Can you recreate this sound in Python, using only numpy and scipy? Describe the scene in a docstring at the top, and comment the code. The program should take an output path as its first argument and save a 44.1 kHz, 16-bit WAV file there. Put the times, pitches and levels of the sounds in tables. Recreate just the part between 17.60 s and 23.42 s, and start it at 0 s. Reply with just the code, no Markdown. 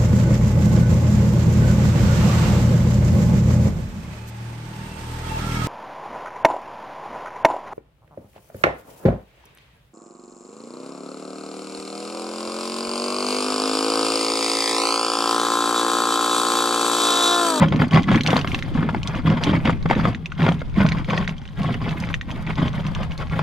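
"""Bare rock outdoors: shells and spiny urchins are shaken out of a plastic tub, with wind over the scene.
Each shake grinds the load on the tub, as random contacts that ring its boom and wall modes; knocks and
thuds stir the same modes. Single shells click on rock or each other as short modal rings, spines scratch
as thousands of tiny ticks, and the ground returns dense echoes. Filtered noise rumbles as wind on two
microphone ports in a small casing."""
import sys
import numpy as np
from scipy import signal
from scipy.fft import rfft, irfft
from scipy.io import wavfile
from scipy.ndimage import uniform_filter1d

SR = 44100
rng = np.random.default_rng(int(sys.argv[2]) if len(sys.argv) > 2 else 0)


def persist_wave(psi):
    """Save psi, clipped to +-1, as 16-bit WAV."""
    counts = np.round(np.clip(psi, -1, 1) * 32767).astype(np.int16)
    wavfile.write(sys.argv[1], SR, np.atleast_2d(counts).T)


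def rack_gain(trim_db):
    """Turn a fader trim in dB into the linear factor to multiply a signal by."""
    fader = np.asarray(trim_db, float)
    return 10 ** (fader / 20)


N = 256662   # length in samples

# Source levels below are set ahead of the colour of the ports and the casing.
# Shakes of the tub. Each row: start of the hold in seconds, hold in seconds, boom level in dB, rattle level in dB.
TUB_SHAKES = [(0.018, 0.012, -12, -20), (0.125, 0.065, -19, -35), (0.212, 0.0041, -15.5, -22),
              (0.343, 0.021, -11, -18), (0.491, 0.074, -15.5, -25), (0.669, 0.11, -20.5, -25.5),
              (0.872, 0.11, -29, -37), (1.044, 0.056, -30, -41.5), (1.158, 0.075, -20, -32),
              (1.261, 0.13, -28, -39.5), (1.454, 0.089, -28.5, -35), (1.562, 0.02, -27, -32.5),
              (1.673, 0.05, -16.5, -25.5), (1.77, 0.086, -28, -31), (1.871, 0.087, -17.5, -26),
              (2.053, 0.047, -17.5, -27), (2.315, 0.0024, -24.5, -24), (2.369, 0.027, -19, -28.5),
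              (2.442, 0.045, -19.5, -27.5), (2.611, 0.0031, -28, -59), (2.806, 0.1, -17.5, -27),
              (2.942, 0.082, -33.5, -50), (3.182, 0.072, -15, -26.5), (3.303, 0.091, -25, -34.5),
              (3.491, 0.12, -24, -29), (3.69, 0.0055, -26, -36), (3.997, 0.14, -23, -32.5),
              (4.218, 0.11, -25.5, -33.5), (4.378, 0.13, -28.5, -36.5), (4.682, 0.15, -32, -40),
              (4.877, 0.03, -24.5, -32), (4.981, 0.087, -21.5, -31), (5.149, 0.048, -25.5, -34),
              (5.252, 0.052, -26, -36), (5.364, 0.064, -30, -34), (5.426, 0.12, -33.5, -44.5),
              (5.6, 0.024, -31.5, -33), (5.718, 0.12, -25, -34)]
# Low modes of the tub's air and wall. Each row: frequency in Hz, relative level in dB, 60 dB decay in seconds.
BOOM_MODES = [(121.5, -21, 0.94), (164.2, 4, 0.14), (196.6, -8, 0.25), (235, -1.5, 0.058),
              (295.6, -8.5, 0.034)]
# Upper modes of the tub wall. 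Each row: frequency in Hz, relative level in dB, 60 dB decay in seconds.
WALL_MODES = [(405, -8, 0.035), (537.3, -7.5, 0.04), (670, -15, 0.02), (793, 9, 0.005), (1085, -1.5, 0.016),
              (1402, 9, 0.0036), (2050, 6.5, 0.0042), (3174, -2, 0.0058), (4720, -2.5, 0.0045),
              (6740, -6, 0.0044)]
# Heavy shells knocking the tub wall. Each row: time in seconds, strength in dB.
WALL_KNOCKS = [(0.022, -8), (0.03, -8), (0.123, -10.5), (0.218, -6.5), (0.360, -5.5), (0.371, -3.5),
               (0.515, -5), (0.728, -6), (0.763, -7), (0.845, -11), (1.289, -12.5), (1.346, -12),
               (2.073, -7), (2.094, -10), (2.257, -13), (2.299, -8.5), (2.309, -0.5), (2.38, -15),
               (2.452, -8), (2.818, -12.5), (2.864, -7), (2.888, -8.5), (3.016, -19), (3.203, -9.5),
               (3.532, -9), (5.790, -8)]
# The whole load thudding into the tub's end. Each row: time in seconds, strength in dB.
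LOAD_THUDS = [(1.652, -2.5), (2.256, -1.5), (2.8, -3.5), (5.028, -5.5)]
# Shells striking rock or each other. Each row: time in seconds, peak of the ringing body in dB, pitch in Hz.
SHELL_CLICKS = [(0.085, -21.5, 3320), (0.161, -17, 2340), (0.2823, -25.5, 4600), (0.3102, -20.5, 3020),
                (0.3451, -11, 2260), (0.4325, -18, 3800), (0.5571, -17, 2070), (0.609, -10, 2260),
                (0.635, -13, 4270), (0.6633, -5.5, 2330), (0.6742, -5, 3170), (0.7049, -10.5, 2840),
                (0.7675, -7.5, 4300), (0.7914, -14, 2540), (0.8131, -18, 2880), (0.8747, -14, 2150),
                (0.912, -33, 1810), (0.9459, -10.5, 2660), (1.0249, -14.5, 2150), (1.4316, -15.5, 3200),
                (1.4745, -9, 3940), (1.5524, -23.5, 2880), (1.7005, -20.5, 2830), (1.8173, -36, 3230),
                (1.8373, -5.5, 3300), (1.8432, -12, 3920), (2.0532, -23, 3140), (2.1056, -20, 3560),
                (2.2272, -26, 2220), (2.2897, -26, 3280), (2.352, -21, 1950), (2.5477, -18.5, 1960),
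                (2.6586, -16.5, 2670), (2.72, -21, 1510), (3.2645, -13.5, 2260), (3.2887, -10.5, 2650),
                (3.3199, -13, 2260), (3.446, -23, 2200), (3.5043, -15.5, 2430), (3.5771, -12.5, 1920),
                (3.677, -12.5, 2050), (3.6935, -18, 2700), (3.7813, -28, 3180), (3.817, -33, 2150),
                (3.8542, -30, 2750), (4.142, -22, 2800), (4.2925, -19, 2760), (4.402, -15, 5050),
                (4.425, -26, 5000), (4.5416, -8, 1970), (4.6121, -16.5, 1970), (4.7137, -20, 3170),
                (4.956, -22.5, 2970), (5.2664, -20, 2710), (5.350, -16.5, 3180), (5.5192, -24.5, 2880),
                (5.578, -19.5, 4190)]
# Modes of a shell. Each row: multiple of its pitch, relative level in dB, cycles to die by 60 dB.
SHELL_MODES = [(1.0, -0.5, 22), (1.301, 4.5, 5.5), (1.78, -1.5, 13), (2.5, -15, 23)]
# Loose grit and spines sliding over the lip and the heap.
# Each row: time in seconds, scratch level in dB at a rattle of 0 dB.
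LOOSE_GRIT = [(0, -31.5), (.5, -26.5), (.95, -19.5), (1.2, -30.5), (3.75, -27), (5.82, -27.5)]
# Wind gusts. Each row: time in seconds, rumble level in dB.
GUST_LEVELS = [(0.0, -37), (1.72, -32.5), (2.3, -26.5), (2.61, -37.5), (3.32, -27.5), (3.52, -33.5),
               (5.82, -30)]
# Spectrum of the wind rumble. Each row: frequency in Hz, relative density in dB per Hz.
WIND_SPECTRUM = [(20, -3), (80, 1.5), (160, -5.5), (320, -27), (700, -32), (4000, -47.5)]
# Level split between the ports. Each row: frequency in Hz, left minus right in dB.
LEFT_OVER_RIGHT = [(400, -0.5), (800, 5.5), (1340, 3), (2250, -2.5), (6350, -1.5), (8500, -18),
                   (14000, -27.5)]
# Phase split between the ports. Each row: frequency in Hz, lead of the left in radians.
LEFT_PHASE_LEAD = [(500, .1), (1000, -.5), (1900, -1.0), (2800, -.2), (4500, 0), (5300, -.6)]
# Colour of the microphone casing. Each row: frequency in Hz, gain in dB.
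CASING_COLOUR = [(3600, 2), (4050, -1.5), (6800, -10), (7600, -13.5), (12000, -17.5), (16000, -29)]


def shaking(peak_db, rise_db_per_s, fall_db_per_s, rest_db):
    """Each shake swells, holds and dies away; overlapping shakes add in power. Gives dB per sample."""
    start, hold = np.transpose(TUB_SHAKES)[:2, :, None]
    t = np.arange(0, N + 64, 64) / SR
    swell = rise_db_per_s * np.maximum(start - t, 0)
    decay = fall_db_per_s * np.maximum(t - start - hold, 0)
    power = (rack_gain(peak_db[:, None] - swell - decay) ** 2).sum(0) + rack_gain(rest_db) ** 2
    return np.interp(np.arange(N) / SR, t, 10 * np.log10(power))


def tumbling(boom_db, rattle_db):
    """The load rolls and grinds against the walls: the same contacts drive the boom and the rattle."""
    hits = contacts(5000, spread_db=3.2, clump_db=3.0)
    # as the load thins out it stirs the higher boom modes less (dB per octave)
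    emptying = -2.5 * (np.arange(N) - N / 2) / SR
    boom = evened(strike(BOOM_MODES, hits, scatter_db=7.0, dulling_db=emptying), 0.0475)
    # wet spines cushion each contact
    soft = signal.sosfilt(signal.butter(2, 6000, fs=SR, output="sos"), hits)
    views = [evened(strike(WALL_MODES, soft, scatter_db=5.5), 0.064) for view in range(2)]
    rattle = two_views(*views, apart_db=-24.0)
    return rack_gain(boom_db) * boom + rack_gain(rattle_db) * rattle


def blows():
    """A knock is a short grinding burst of contacts on the wall; a thud is one push on the low modes."""
    burst = 900   # samples
    sharp, heavy = np.zeros(N + burst), np.zeros(N)
    age = np.arange(burst) / (0.0017 * SR)
    for s, db in WALL_KNOCKS:
        bounce = age * np.exp(-age) * (rng.random(burst) < .2) * rng.standard_normal(burst)
        i = int(s * SR)
        sharp[i:i + burst] += rack_gain(db) * bounce / np.linalg.norm(bounce) / 4   # scaled down by a fixed factor of 4
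    for s, db in LOAD_THUDS:
        heavy[int(s * SR)] = rack_gain(db) / len(BOOM_MODES)
    # plastic gives under the blow
    sharp = signal.sosfilt(signal.butter(1, 3800, fs=SR, output="sos"), sharp)
    knocks = strike(WALL_MODES, sharp[:N], scatter_db=2.5)
    thuds = strike(BOOM_MODES, heavy, scatter_db=1.5, dulling_db=-6)
    return knocks + thuds


def shell(hz, size, chance):
    """One click: a tick and a few quick rebounds ring short modes, never quite alike from shell to shell."""
    t = np.arange(1200) / SR
    contact = (rng.random(1200) < .08) * rng.uniform(-1, 1, 1200) * np.exp(-t / .0011)
    contact[0] = 1
    # big, low-pitched shells land softer
    band = [0.65 * hz, min(2.92 * hz, SR / 3)]
    contact = signal.sosfilt(signal.butter(3, band, "band", fs=SR, output="sos"), contact)
    body = np.zeros(1200)
    for (multiple, db, cycles), (a, b) in zip(SHELL_MODES, chance):
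        detune = 1 + .03 * a * (multiple > 1)   # the main pitch stays put
        mode_hz = hz * multiple * detune
        body += rack_gain(db + 2.5 * b) * ring(contact, mode_hz, cycles * rack_gain(2.5 * a) / mode_hz)
    grit = ring(rng.standard_normal(1200), 6260, 0.0042) * t * np.exp(-t / 0.0031)
    return size * (body / abs(body).max() + rack_gain(-15.0) * grit / abs(grit).max())


def shells(scratch_db):
    """Loud single clicks, and small taps that come by chance and follow the level of the sliding load."""
    out = np.zeros(N + 1200)
    when, chance, pitch = rng.random((90, 3)).T
    # the weakest tap stands 16.5 dB above the scratch
    tap_db = scratch_db[(when * N).astype(int)] + 16.5 + 12.4 * chance
    taps = zip(when * N / SR, tap_db, 1800 * 2 ** pitch)
    for s, db, hz in [*SHELL_CLICKS, *taps]:
        i = int(s * SR)
        out[i:i + 1200] += shell(hz, rack_gain(db), rng.standard_normal((len(SHELL_MODES), 2)))
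    return out[:N]


def spines(scratch_db):
    """Spines and grit scrape: thousands of tiny ticks, each ringing a few cycles."""
    hits = contacts(9000, spread_db=3.5, clump_db=4.0)
    pitches = np.geomspace(3000, 14000, 10)
    views = []
    for dealt in rng.integers(0, 10, (2, N)):   # each view deals the ticks to pitches anew
        view = np.zeros(N)
        for k, hz in enumerate(pitches):
            view += ring(hits * (dealt == k) * rack_gain(5.4 * drift(11.8)), hz, 3.2 / hz)
        views.append(evened(view, .08))
    return rack_gain(scratch_db) * two_views(*views, apart_db=-6)


def ground_echoes(x):
    """Rock, legs and gear return dense echoes, different at each port; they change as the tub moves."""
    t, hop = np.arange(2600) / SR, SR // 5
    out = np.zeros((2, N + 2 * SR))
    padded = np.pad(x, ((0, 0), (hop, SR)))
    fade = np.sin(np.pi * np.arange(2 * hop) / (2 * hop))
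    highpass = signal.butter(2, 450, "high", fs=SR, output="sos")
    for i in range(0, N + hop, hop):
        taps = rng.standard_normal((2, 2600)) * np.exp(-t / 0.0061) * (t > .002)
        taps = signal.sosfilt(highpass, taps)
        taps /= np.sqrt((taps ** 2).sum(1, keepdims=True))   # unit energy
        echo = signal.fftconvolve(padded[:, i:i + 2 * hop] * fade, taps, axes=1)
        out[:, i:i + echo.shape[1]] += echo
    return out[:, hop:hop + N]


def wind():
    """Lumpy turbulence, its own at each port: shaped noise under slow swells, louder on the left."""
    rumble = irfft(rfft(rng.standard_normal((2, N))) * rack_gain(at_hz(WIND_SPECTRUM)), N)
    lumps = rack_gain(3.0 * np.array([drift(6), drift(6)]))
    balance = rack_gain(np.array([[1.5], [-1.5]]))
    return rack_gain(in_time(GUST_LEVELS)[0]) * rms_one(rumble * lumps) * balance


def contacts(per_s, spread_db, clump_db):
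    """Random contacts that come in clumps, most small and a few large."""
    sizes = rack_gain(spread_db * np.minimum(rng.exponential(1, N), 4)) * rng.choice([-1, 1], N)
    return sizes * (rng.random(N) < per_s * rack_gain(clump_db * drift(25)) / SR)


def strike(modes, clicks, scatter_db, dulling_db=0):
    """The load shifts, so the strength with which contacts stir each mode wanders quickly."""
    out = np.zeros(N)
    for hz, db, t60 in modes:
        octaves = np.log2(hz / modes[0][0])   # above the lowest mode
        push_db = db + scatter_db * drift(41.6) + dulling_db * octaves
        out += ring(clicks * rack_gain(push_db), hz, t60)
    return out


def ring(clicks, hz, t60):
    """A two-pole resonator: a unit click sets a sine ringing, which dies by 60 dB in t60 seconds."""
    r = rack_gain(-60 / (t60 * SR))
    w = 2 * np.pi * min(hz, 18000) / SR
    return signal.lfilter([0, np.sin(w)], [1, -2 * r * np.cos(w), r * r], clicks + 1e-18)


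def drift(rate):
    """Slow chance of unit rms: noise through two one-pole lowpasses at rate in Hz."""
    r = np.exp(-2 * np.pi * rate / SR)
    noise = rng.standard_normal(N + SR)
    return rms_one(signal.lfilter([1], [1, -2 * r, r * r], noise)[SR:])


def evened(x, over_s):
    """Takes out level swings slower than over_s seconds."""
    return x / np.sqrt(uniform_filter1d(x ** 2, int(over_s * SR)) + 1e-12)


def two_views(one, other, apart_db):
    """The ports face the tub at different angles: part of the sound differs between them."""
    return one + rack_gain(apart_db) * other * [[1], [-1]]


def rms_one(x):
    """Scales to unit rms."""
    return x / np.sqrt(np.mean(x ** 2) + 1e-20)


def in_time(rows):
    """Columns of a time curve at every sample."""
    s, *columns = np.transpose(rows)
    return [np.interp(np.arange(N) / SR, s, c) for c in columns]


def at_hz(points):
    """A spectrum table on the transform's bins, joined along log frequency."""
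    hz, value = np.transpose(points)
    return np.interp(np.log(np.arange(N // 2 + 1) * SR / N + 1), np.log(hz), value)


def scene():
    """Tub, shells and spines reach two ports that colour and delay them differently; echoes and wind join."""
    _, _, boom_peaks, rattle_peaks = np.transpose(TUB_SHAKES)
    boom_db = shaking(boom_peaks, rise_db_per_s=538, fall_db_per_s=199, rest_db=-42)
    rattle_db = shaking(rattle_peaks, rise_db_per_s=644, fall_db_per_s=337, rest_db=-52.5)
    # the spines follow 0.59 of the rattle's swing in dB
    scratch_db = in_time(LOOSE_GRIT)[0] + 0.59 * rattle_db
    near = tumbling(boom_db, rattle_db) + blows() + shells(scratch_db) + spines(scratch_db)
    # the near sounds carry little below 90 Hz
    near = signal.sosfilt(signal.butter(2, 90, "high", fs=SR, output="sos"), near)
    # half of the split goes to each port, in opposite senses
    half = rack_gain(at_hz(LEFT_OVER_RIGHT) / 2) * np.exp(.5j * at_hz(LEFT_PHASE_LEAD))
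    ports = irfft(rfft(near) * np.array([half, 1 / half]), N)
    return ports + rack_gain(-7.5) * ground_echoes(near) + wind()


def band_limit(x):
    """A steep low-pass at the top of the band."""
    return signal.sosfilt(signal.butter(12, 15500, fs=SR, output="sos"), x)


def record(dry):
    """The casing dulls the treble and the peaks are rounded."""
    dull = irfft(rfft(dry) * rack_gain(at_hz(CASING_COLOUR)), N)
    finished = 1.2 * np.tanh(dull / 1.2)
    return band_limit(finished)


dry = scene()
out = record(dry)
persist_wave(out)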